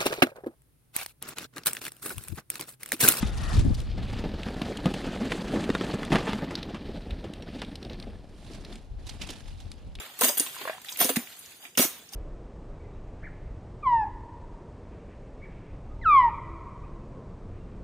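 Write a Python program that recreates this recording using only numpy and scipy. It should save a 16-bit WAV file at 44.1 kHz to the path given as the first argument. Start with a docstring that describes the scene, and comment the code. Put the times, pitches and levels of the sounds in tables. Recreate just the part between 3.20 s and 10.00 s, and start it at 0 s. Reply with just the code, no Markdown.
"""Loaded bikes on a forest track

Two loaded touring bikes, the second with a trailer, roll past on a sandy forest track and ride away.
Random clicks, filtered and rung, make the tyres, grit, leaves and twigs; bumps and knocks shake the load.
Lumpy filtered noise and single low waves are wind buffeting the microphone; steady faint hiss is the forest.
Dense crackle rustles close beside the microphone at the start and near the end."""
import sys
import numpy as np
from scipy import signal
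from scipy.fft import rfft, irfft
from scipy.io import wavfile
from scipy.ndimage import uniform_filter1d

SR = 44100
rng = np.random.default_rng(int(sys.argv[2]) if len(sys.argv) > 2 else 0)


def output_pcm(signal):
    """Save a mono or channel-first signal as 16-bit PCM at the path in sys.argv[1].

    Samples are clipped to [-1, 1] before scaling.
    """
    pcm = np.clip(np.atleast_2d(signal).T, -1, 1) * 32767
    wavfile.write(sys.argv[1], SR, np.round(pcm).astype(np.int16))


N = 299880
TIME = np.arange(N) / SR
SIDES = np.array([[1], [-1]])  # left, right
TOP_HZ = 15400

# Table levels are relative: each source may trim them further.
# Forest air spectrum: [f/Hz, level/dB]
FOREST_COLOUR = [(120, 3.5), (200, -5.5), (780, -6), (1090, -14.5), (4240, -25), (10500, -35), (15000, -48)]
FOREST_DB = -59.5
# How unlike the two channels are: [t/s, side against mid level/dB]
WIDTH = [(0.65, -8.5), (1.1, -21.5), (1.6, -88), (4.5, -41), (4.9, -13.5), (5.3, -15), (5.8, -6.5)]
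# The breeze on the microphone dies down: [t/s, level/dB]
BREEZE = [(0, -25), (0.9, -26.5), (1.5, -35.5), (3.0, -38), (4.5, -38.5), (5.1, -42), (6.8, -43)]
# Gusts on top of it: [start t/s, hold t/s, level/dB]
GUSTS = [(0.349, 0.17, -18), (3.662, 0.36, -37), (4.68, 0.28, -37), (5.263, 0.28, -39.5),
         (5.708, 0.36, -39), (6.26, 0.23, -38.5), (6.648, 0.2, -38)]
GUST_ATTACK_S, GUST_RELEASE_S = 0.031, 0.029  # time constants
# Single eddies thump the microphone: [t/s, level/dB, f/Hz]
BUFFETS = [(0.385, -10.5, 81.5), (0.46, -15, 107), (0.506, -22.5, 81.5), (3.928, -22.5, 57.4),
           (5.714, -32, 47.7), (5.774, -32, 48), (5.85, -33, 58), (6.283, -36, 38), (6.46, -33, 76)]
# Wind rumble spectrum: [f/Hz, level/dB]
WIND_COLOUR = [(15, -16.5), (30, 6.5), (50, 0.5), (85, 0), (130, -6.5), (200, -16), (400, -32),
               (4000, -115)]
# The strongest gust tears at the left port: [t/s, level/dB, half length t/s]
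BLASTS = [(0.385, -29, 0.037), (0.463, -20.5, 0.011), (0.504, -24.5, 0.0082)]
# Spectrum of those blasts: [f/Hz, level/dB]
BLAST_COLOUR = [(80, -8), (230, 3), (450, -13.5), (900, -27), (1600, -36), (5000, -74)]

# Strokes of rustling close by: [peak t/s, level/dB, rise time constant t/s, fall time constant t/s]
RUSTLES = [(0.01, -44.5, 0.063, 0.13), (0.201, -46, 0.03, 0.085), (0.365, -41, 0.085, 0.064),
           (0.6, -53, 0.086, 0.049), (5.345, -55.5, 0.12, 0.063), (5.53, -58, 0.079, 0.076),
           (5.9, -52.5, 0.046, 0.07), (6.04, -51, 0.041, 0.24), (6.42, -68, 0.081, 0.21)]
# The rustling is on the left at first, on the right later: [t/s, left minus right level/dB]
RUSTLE_PAN = [(.5, 2.5), (5.1, -4.5)]
# Rustling spectrum: [f/Hz, level/dB]
RUSTLE_COLOUR = [(300, -2), (780, 9.5), (1200, 4), (2300, 4), (3700, 5.5), (5500, 1.5), (7500, -2),
                 (10800, -5.5), (12200, -17), (16000, -28)]
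# Short scrunches within the rustling: [t/s, level/dB, swell t/s, f/Hz]
SCRUNCHES = [(0.542, -36.5, 0.0041, 4470), (0.601, -35.5, 0.0017, 4200), (5.865, -40, 0.0055, 4200),
             (5.892, -33.5, 0.003, 4360), (6.0128, -30, 0.0065, 3110), (6.088, -34.5, 0.0051, 3100),
             (6.101, -32.5, 0.0039, 4050), (6.4, -45, 0.0041, 4000)]

# Thin shimmer as the bikes ride off, spectrum: [f/Hz, level/dB]
HISS_COLOUR = [(4500, -20), (5600, -1), (6200, -12), (8200, -9), (8900, -2), (9600, -10), (12000, -24)]
# Loose metal gear tinks: [t/s, f/Hz, level/dB, time to fall 60 dB t/s]
TINKS = [(.035, 3630, -47.5, 0.55), (4.223, 5600, -51, 0.073)]
# Twigs and leaves snap: [t/s, level/dB, centre f/Hz, top end level/dB]
SNAPS = [(1.231, -31, 2950, -54), (1.416, -27.5, 2770, -49), (1.5705, -32, 3200, -45.5),
         (1.656, -26.5, 3220, -44), (1.738, -29.5, 2570, -45), (2.1177, -21.5, 2160, -48),
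         (2.439, -32, 2460, -56), (2.8485, -35.5, 2900, -47.5), (3.352, -23, 4200, -56),
         (3.4276, -30, 3640, -55), (3.906, -33.5, 2800, -59), (4.1345, -38, 3070, -54),
         (4.222, -39, 3160, -60), (4.4162, -30, 3340, -51), (4.554, -34, 4140, -50),
         (4.446, -39.5, 3330, -62), (4.6267, -37.5, 3680, -58), (4.648, -39, 3660, -61),
         (4.6962, -37.5, 3530, -71), (4.7308, -41.5, 3860, -70), (4.798, -37.5, 3880, -58),
         (4.824, -38, 3750, -72), (5.3334, -42, 5060, -59), (5.447, -38, 3850, -56),
         (5.5253, -40, 3650, -75), (5.5544, -42, 3600, -52), (6.5148, -38.5, 3680, -49),
         (6.752, -37, 3340, -54), (6.786, -39.5, 2470, -69)]
# The load slams on its carrier: [t/s, thump level/dB, thump f/Hz, pannier clack level/dB, frame level/dB]
KNOCKS = [(0.029, -14, 220, -27, -23.5), (1.657, -16, 185, -24, -45), (2.4922, -13, 435, -25, -36),
          (2.502, -12, 263, -18, -45), (2.551, -19, 420, -15.5, -46), (2.611, -16, 335, -21, -48),
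          (2.832, -46, 380, -24.5, -31), (2.92, -25, 222, -22, -15), (2.927, -13, 240, -35, -43),
          (2.932, -22, 397, -34, -18.5), (2.9501, -13, 210, -21, -28), (2.957, -19, 316, -30, -24),
          (3.07, -35, 350, -30, -25), (3.133, -41, 330, -19, -31), (4.286, -27.5, 330, -41, -43)]
# Stiff pannier shell and its hooks, ringing tones: [typical f/Hz, level/dB, time to fall 60 dB t/s]
PANNIER = [(447, 1, 0.068), (1120, -4, 0.032), (1380, 6, 0.032), (1770, -1, 0.033), (1920, -1, 0.044),
           (2780, 0, 0.022), (3460, -1, 0.036)]
# Racks and trailer frame, ringing tones: [f/Hz, level/dB, time to fall 60 dB t/s]
FRAME = [(210, -5, 0.2), (900, -8.5, 0.029), (1030, -20.5, 0.05), (1248, -14, 0.077), (1760, -12, 0.046),
         (2026, -19.5, 0.084), (2510, -21, 0.076)]
# A wheel hits a bump: [t/s, thud level/dB, crunch level/dB, ring t/s before limits]
BUMPS = [(0.776, -27, -49, 0.16), (1.038, -22, -39, 0.16), (1.283, -29.5, -39.5, 0.061),
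         (1.413, -24, -39.5, 0.035), (1.655, -14.5, -45, 0.1), (1.738, -31, -43, 0.05),
         (1.873, -24, -42.5, 0.048), (2.009, -24, -36, 0.35), (2.119, -39, -29, 0.032),
         (2.327, -21.5, -52, 0.36), (2.355, -18, -34, 0.31), (2.736, -23, -38, 0.052),
         (2.922, -21, -20.5, 0.24), (2.955, -19, -22.5, 0.06), (2.982, -47, -29, 0.099),
         (3.073, -36, -27.5, 0.22), (3.22, -23, -45, 0.1), (3.306, -35, -33, 0.12),
         (3.544, -32, -37, 0.096), (4.04, -33, -42.5, 0.099), (4.417, -50, -35.5, 0.075),
         (6.093, -36, -73, 0.035)]
# Crushed grit spectrum: [f/Hz, level/dB]
CRUNCH_COLOUR = [(200, 7.5), (850, 7), (1900, 0), (2800, -3), (4000, -9), (7000, -20), (11000, -26),
                 (16000, -57)]

# The lone bike, then the one with the trailer: [nearest t/s, mean wheel distance then/m, level/dB]
PASSES = [(0.15, 1.25, -1), (2.507, 2.594, 0)]
SPEED_M_S, FALL_DB_PER_DECADE = 2.93, 30.5  # sound that skims soft ground fades fast with distance
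DRUM_DB, GRIT_DB, LEAF_DB = -35, -46.5, -49  # base levels before distance, ground and layer trims
# The wheels move on to the grass verge, which muffles the grit: [from t/s, to t/s]
GRASS_S = (3.2, 3.6)
GRASS_GRIT_DB = -5
# Roughness of the ground: [t/s, level over even ground/dB]
GROUND = [(0.62, -8.5), (1.0, 4.5), (1.13, 1.5), (1.25, 5), (2.38, 1), (2.53, 0.5), (2.72, 2), (2.8, 0),
          (3.03, 3), (3.12, 4.5), (3.27, 1.5), (4.24, 2), (4.38, 6.5), (4.5, 3.5), (4.78, 7), (5.06, -3.5),
          (5.52, 7.5), (5.66, -8), (6.1, 7), (6.3, -5), (6.55, 0.5)]
# Dead leaves on that ground: [t/s, level/dB]
LEAF_COVER = [(0.3, -17), (0.7, 8), (1.1, 1), (2.4, 1), (4.22, -2.5), (4.39, 3), (4.5, -2), (5.1, -3),
              (6.8, 0)]
# Tyre drumming spectrum: [f/Hz, level/dB]
DRUM_COLOUR = [(40, -24), (110, -9), (165, -1), (220, 1.5), (300, -3.5), (420, -8.5), (600, -11.5),
               (850, -19), (1500, -57.5), (5000, -59)]
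# Rolling grit spectrum: [f/Hz, level/dB]
GRIT_COLOUR = [(250, -5.5), (550, 8), (850, 5.5), (1250, 2.5), (1800, 4), (2400, -13), (3500, -12.5),
               (15000, -32)]
# Rolling leaf spectrum: [f/Hz, level/dB]
LEAF_COLOUR = [(900, -30), (2000, 0.5), (3000, 2.5), (3900, 1.5), (5100, -4.5), (6100, -14), (9000, -50),
               (16000, -29)]
# Finest sand crackle spectrum: [f/Hz, level/dB]
SAND_COLOUR = [(3000, -22), (6000, 14), (8000, 12.5), (10300, 7), (12500, -5.5), (16000, -18)]


def undb(db):
    """Turn decibels into gain."""
    return 10 ** (np.asarray(db) / 20)


def curves(table):
    """Join timed rows with straight lines: one value a sample for each column."""
    s, *columns = np.transpose(table)
    return [np.interp(TIME, s, column) for column in columns]


def colour(x, points, size=4096):
    """Filter with the given spectrum, never ahead of time, so that clicks keep their sharp front."""
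    hz, db = np.transpose(points)
    freqs = np.maximum(np.fft.rfftfreq(size, 1 / SR), 1)
    gain = undb(np.interp(np.log(freqs), np.log(hz), db))
    # folding the cepstrum puts the filter's energy as early as possible
    cepstrum = irfft(np.log(gain))
    cepstrum[1:size // 2] *= 2
    cepstrum[size // 2 + 1:] = 0
    response = irfft(np.exp(rfft(cepstrum)))
    return signal.fftconvolve(x, response)[:len(x)]


def unit(x):
    """Scale to an rms (average strength) of 1."""
    return x / np.sqrt(np.mean(x ** 2))


def steady(x, span_s):
    """Even out the rms over a sliding span: fast grain stays, slow swells go."""
    power = uniform_filter1d(x ** 2, int(span_s * SR))
    return x / np.sqrt(power + 1e-12)


def walk(rate):
    """Random values, rate of them a second, with smooth slides between them."""
    step = (TIME * rate).astype(int)
    held = rng.standard_normal(N)[step]
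    return 1.07 * uniform_filter1d(held, int(SR / rate))


def grains(rate, spread_db, count=N):
    """Random clicks, rate of them a second on average, most of them small and a few large."""
    size = undb(spread_db * np.minimum(rng.exponential(size=count), 2 * np.pi))
    happens = rng.random(count) < rate / SR
    return happens * size * rng.choice([-1, 1], count)


def fade(t, t60):
    """Exponential decay, 60 dB down after t60 seconds."""
    return np.exp(-np.log(1000) * t / t60)


def swell(start_s, hold_s, attack_s, release_s):
    """Grow exponentially until start_s, hold at 1, then die away."""
    before = np.maximum(start_s - TIME, 0)
    after = np.maximum(TIME - start_s - hold_s, 0)
    return np.exp(-before / attack_s - after / release_s)


def strike(t, lead_s, t60):
    """Swell quickly for lead_s, then die away."""
    return np.where(t < lead_s, (t / lead_s) ** 4, fade(t - lead_s, t60))


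def add(track, s, sound):
    """Mix a sound into a track at time s."""
    start = max(int(s * SR), 0)
    track[start:start + len(sound)] += sound[:N - start]


def ring(x, modes, count=8192):
    """An object rings at its own tones with whatever shakes it."""
    t = TIME[:count]
    response = sum(undb(db) * fade(t, t60) * np.sin(2 * np.pi * hz * t) for hz, db, t60 in modes)
    return signal.fftconvolve(x, response)[:len(x)]


def flakes(rate, low_hz, high_hz, t60, count=13, size=1024):
    """Small brittle bits tick one by one, each at one of several pitches."""
    t = TIME[:size]
    total = 0
    for hz in np.geomspace(low_hz, high_hz, count):
        tick = fade(t, t60) * np.sin(2 * np.pi * hz * t)
        total = total + signal.oaconvolve(grains(rate / count, 1.9), tick)[:N]
    return unit(total)


def uneven(x, spread_db, rate, count=18):
    """Every cluster has its own colour: half-octave bands rise and fall independently."""
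    freqs = np.maximum(np.fft.rfftfreq(N, 1 / SR), 1)
    place = np.clip(np.log2(freqs / TOP_HZ) * 2 + count - 1, 0, count - 1)
    spectrum = rfft(x)
    out = 0
    for k in range(count):
        band = irfft(spectrum * np.maximum(1 - abs(place - k), 0), N)
        out = out + band * undb(spread_db * np.clip(walk(rate), -2, 2))
    return out


def forest(width):
    """Faint steady hiss of air in the pines, made of filtered noise."""
    mid, side = (unit(colour(rng.standard_normal(N), FOREST_COLOUR)) for _ in range(2))
    return (mid + 1.6 * width * side * SIDES) * undb(FOREST_DB)


def wind(width, wind_db=-5, gust_db=3.0, left_db=5.0, strong_db=-22, side_db=5, deep_hz=80, dulling=0.29):
    """Eddies tumble over the ports: weak air rumbles deeper, strong gusts flutter higher, large eddies thump."""
    blows = [undb(db) * swell(s, hold_s, GUST_ATTACK_S, GUST_RELEASE_S) for s, hold_s, db in GUSTS]
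    breeze = undb(curves(BREEZE)[0])
    level = 20 * np.log10(np.linalg.norm(blows + [breeze], axis=0))
    tilt_db = width * left_db * SIDES / 2  # stronger on the left when wide
    gusts = undb(gust_db * walk(25))
    mid, side = (steady(colour(rng.standard_normal(N) * gusts, WIND_COLOUR), 0.117) for _ in range(2))
    out = (mid + width * undb(side_db) * side * SIDES) * undb(level + wind_db + tilt_db)
    # the weaker the air, the less is left above the deep rumble
    deep = signal.sosfiltfilt(signal.butter(2, deep_hz, fs=SR, output="sos"), out)
    out = deep + (out - deep) * undb(dulling * np.minimum(level - strong_db, 0))
    for s, db, hz in BUFFETS:
        cycles = (TIME - s) * hz
        thump = np.sin(2 * np.pi * cycles) * np.exp(-2 * cycles ** 2)
        out = out + undb(db + tilt_db) * thump
    return out


def blasts(right_db=-12):
    """Turbulence right on the left port gives short, rough blasts, weaker on the right."""
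    force = sum(undb(db) * np.exp(-((TIME - s) / half_s) ** 2 / 2) for s, db, half_s in BLASTS)
    left, right = (steady(colour(grains(2500, 1.5), BLAST_COLOUR), 0.027) * force for _ in range(2))
    return np.array([left, undb(right_db) * right])


def scrunches(level_db=-6, top_db=-9, side_db=-9, count=4096):
    """A crisp fold gives way in a dense burst of crackle around its own pitch."""
    out, t = np.zeros((2, N)), TIME[:count]
    for s, peak_db, swell_s, hz in SCRUNCHES:
        push = t / swell_s * np.exp(1 - t / swell_s)
        crisp = [(hz / 8, -16), (hz / 1.7, -16), (hz / 1.5, -5), (hz, 0), (hz * 1.0, -4),
                 (hz * 2.17, -12), (hz * 4, -32)]
        spectra = (crisp, RUSTLE_COLOUR, RUSTLE_COLOUR)
        body, side, top = (unit(colour(grains(7000, 2.8, count) * push, c)) for c in spectra)
        burst = body + undb(top_db) * top + undb(side_db) * side * SIDES
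        gain = undb(peak_db + level_db) * np.sqrt(np.mean(push ** 2))
        for channel, sound in zip(out, burst):
            add(channel, s, gain * sound)
    return out


def rustle(level_db=1.5, side_db=-7, sizzle_db=-2, brittle_db=-5):
    """Dry rubbing close by: dense crackle and brittle ticks whose top reaches each port differently."""
    strokes = [undb(db + level_db) * swell(s, 0, rise_s, fall_s) for s, db, rise_s, fall_s in RUSTLES]
    gain = np.linalg.norm(strokes, axis=0)
    rub = undb(3.8 * walk(90))
    mid, side = (steady(colour(grains(6000, 2.15) * rub, RUSTLE_COLOUR), 0.099) for _ in range(2))
    mid = uneven(mid, spread_db=2.5, rate=110) + undb(brittle_db) * flakes(250, 2400, 5200, .012)
    sizzle_colour = [(4000, -14), (7500, 2), (10800, 0), (12200, -7), (16000, -19)]
    sizzle = steady(colour(grains(9000, 2.8) * rub, sizzle_colour), 0.076)
    ports = gain * (mid + undb(side_db) * side * SIDES) + scrunches()
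    panned = ports * undb(curves(RUSTLE_PAN)[0] * SIDES / 2)
    return panned + gain * undb(sizzle_db) * sizzle * SIDES / 2


def swish(level_db=-41, start_db=-6, dip_db=-11, pan_db=5, side_db=-4, lag_s=0.00159, nearest_s=0.31, glide_s=0.4):
    """The first bike brushes by; its ground reflection makes hollow tones that glide down, then turn upward."""
    hollow = [(560, -26.5), (720, -1), (900, -1), (1850, -3), (2150, -14), (8000, -50)]
    mirror = .6  # share of the sound that the ground reflects
    lag = lag_s / np.hypot(1, (TIME - nearest_s) / glide_s)
    rush = (colour(rng.standard_normal(N), hollow) for _ in range(2))
    mid, side = (unit(x + mirror * np.interp(TIME - lag, TIME, x)) for x in rush)
    brush = np.interp(TIME, [0, .16, .33, .39], [undb(start_db), undb(dip_db), 1, 0])
    return (mid + undb(side_db) * side * SIDES) * brush * undb(level_db + pan_db * SIDES / 2)


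def thin_hiss(level_db=-74, flicker_db=2.5):
    """A faint, high shimmer of noise flickers with the roughness of the ground as the bikes ride off."""
    presence = swell(3.7, 1.6, .2, .25)
    jolts = undb(flicker_db * walk(33) + curves(GROUND)[0] / 2)
    shimmer = unit(colour(rng.standard_normal(N), HISS_COLOUR) * jolts)
    return shimmer * undb(level_db) * presence


def tinks():
    """Small metal parts ring briefly when jolted, each as a fading pure tone."""
    out = np.zeros(N)
    for s, hz, db, t60 in TINKS:
        add(out, s, undb(db) * fade(TIME, t60) * np.sin(2 * np.pi * hz * TIME))
    return out


def snaps(top_db=-3, splinter_db=-20, crack_s=0.017, splinter_s=0.09, count=4096):
    """A twig cracks with a slightly soft front around its own pitch; weaker splintering dies away more slowly."""
    out, t = np.zeros(N), TIME[:count]
    lead_s, body_s, snap_db = .004, .012, -9.5
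    body_share = np.sqrt(body_s * SR / count)  # scales the rms as if the energy lay within body_s
    breaking = strike(t, lead_s, crack_s) + undb(splinter_db) * strike(t, lead_s, splinter_s)
    for s, peak_db, hz, edge_db in SNAPS:
        fracture = grains(14000, 2.2, count) * breaking
        wood_colour = [(hz / 8, -26), (hz / 2, -11), (hz, 0), (hz * 1.25, -4), (hz * 2, -25), (hz * 4, -44)]
        wood = unit(colour(fracture, wood_colour))
        edge = unit(colour(fracture, SAND_COLOUR))
        snap = undb(peak_db + snap_db) * wood + undb(edge_db + top_db) * edge
        add(out, s - lead_s / 2, body_share * snap)
    return out


def knocks(thump_db=-1, clack_db=-2, frame_db=0, crack_db=0, cycles=0.47, chatter_s=0.032, detune=0.065, count=8192):
    """The load lands with a thump and a dry crack; the contact chatters and rings pannier and frame."""
    out, t = np.zeros(N), TIME[:count]
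    for s, db, hz, shell_db, rack_db in KNOCKS:
        # the shell rings a little differently wherever it is struck
        bag = [(mode_hz * np.exp(detune * rng.standard_normal()), mode_db, t60)
               for mode_hz, mode_db, t60 in PANNIER]
        age = t * hz / cycles
        thump = age * np.exp(1 - age) * np.sin(2 * np.pi * hz * t)
        contact = (t == 0) + grains(2000, 1.5, count) * fade(t, chatter_s) / 4
        parts = (ring(contact, bag), ring(contact, FRAME), colour(contact, CRUNCH_COLOUR))
        shell, rack, crack = (x / abs(x).max() for x in parts)
        clack = undb(clack_db) * shell + undb(crack_db) * crack
        knock = undb(db + thump_db) * thump + undb(shell_db) * clack + undb(rack_db + frame_db) * rack
        add(out, s, knock)
    return out


def bumps(thud_db=-4, crunch_db=0, frame_db=-15, count=8192):
    """Each bump thuds through tyre and luggage, crushes a pocket of grit and rings the frame."""
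    out, t = np.zeros(N), TIME[:count]
    lead_s, body_s = .008, .013
    body_share = np.sqrt(body_s * SR / count)  # scales the rms as if the energy lay within body_s
    for s, peak_db, grit_db, ring_s in BUMPS:
        push = strike(t, lead_s, np.clip(ring_s, .015, .25))
        thud = unit(colour(grains(4000, 0.36, count) * push, DRUM_COLOUR))
        crunch = unit(colour(grains(6000, 0.95, count) * push, CRUNCH_COLOUR))
        rack = unit(ring(grains(4000, 0.3, count) * push, FRAME))
        blow = undb(peak_db) * (undb(thud_db) * thud + undb(frame_db) * rack)
        blow = blow + undb(grit_db + crunch_db) * crunch
        add(out, s - .7 * lead_s, body_share * blow)
    return out


def rolling():
    """Levels in dB of drumming, grit and leaves: they follow the bikes' distance and the ground."""
    power = 0
    for s, near_m, db in PASSES:
        distance = np.hypot(near_m, SPEED_M_S * (TIME - s))
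        power = power + undb(db - FALL_DB_PER_DECADE * np.log10(distance / near_m)) ** 2
    level = 10 * np.log10(power) + curves(GROUND)[0]
    grass = np.interp(TIME, GRASS_S, [0, GRASS_GRIT_DB])
    return level + DRUM_DB, level + GRIT_DB + grass, level + LEAF_DB + curves(LEAF_COVER)[0]


def litter(leaf_db=-5, stone_db=-4):
    """The tyres break dead leaves and click small stones together, a few at a time."""
    _, grit_level, leaf_level = rolling()
    clusters = undb(3.5 * np.clip(walk(60), -2, 2))
    leaves = unit(flakes(600, 2300, 4700, .006) * clusters)
    stones = unit(flakes(220, 650, 2300, .012) * clusters)
    return leaves * undb(leaf_level + leaf_db) + stones * undb(grit_level + stone_db)


def tyres(drum_db=0, grit_db=0.8, leaf_db=-1.5, frame_db=-6, sand_db=-11, sand_fall=2.64, near_db=-48):
    """Lumps of soil drum under the tread, grit and leaves give way in clusters, and the frame rattles."""
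    drum_level, grit_level, leaf_level = rolling()
    # firm and loose patches, shared by all layers
    ground = undb(3 * np.clip(walk(80), -2, 2))
    drum = steady(colour(grains(700, 1.7) * ground, DRUM_COLOUR), 0.222) * undb(drum_level + drum_db)
    grit = steady(colour(grains(1800, 2) * ground, GRIT_COLOUR), .25) * undb(grit_level + grit_db)
    leaves = steady(colour(grains(2500, 1.6) * ground, LEAF_COLOUR), 0.4) * undb(leaf_level + leaf_db)
    rattle = steady(ring(grains(850, 2.0) * ground, FRAME), 0.15) * undb(grit_level + frame_db)
    # the finest crackle fades faster than the leaves whenever they grow quieter
    sand_level = near_db + sand_fall * (leaf_level - near_db) + sand_db
    sand = steady(colour(grains(3600, 1.9) * ground, SAND_COLOUR), 0.41) * undb(sand_level)
    return drum + grit + leaves + rattle + sand


def trunks(x, echo_db=-22, t60=0.037, count=22050):
    """Ground and tree trunks scatter a thin, short echo."""
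    tail = rng.standard_normal(count) * fade(TIME[:count], t60)
    return undb(echo_db) * signal.fftconvolve(x, tail / np.linalg.norm(tail))[:N]


def scene():
    """The bikes sit in the middle; their echo and the wind spread wide only at the start and the end."""
    width = undb(curves(WIDTH)[0])
    bikes = uneven(tyres() + bumps(), spread_db=2.2, rate=45)
    bikes = bikes + litter() + knocks() + snaps() + tinks()
    spread = trunks(bikes, echo_db=-6.5, t60=0.02)
    track = bikes + trunks(bikes) + width * spread * SIDES
    close_by = rustle() + swish() + thin_hiss()
    air = wind(width) + blasts() + forest(width)
    return track + close_by + air


def record(dry):
    """The microphone side drops the deepest bass and cuts the top with two filters."""
    dry = signal.sosfilt(signal.butter(2, 18, "high", fs=SR, output="sos"), dry)
    return signal.sosfilt(signal.ellip(10, .2, 80, TOP_HZ, fs=SR, output="sos"), dry)


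dry = scene()
out = record(dry)
output_pcm(out)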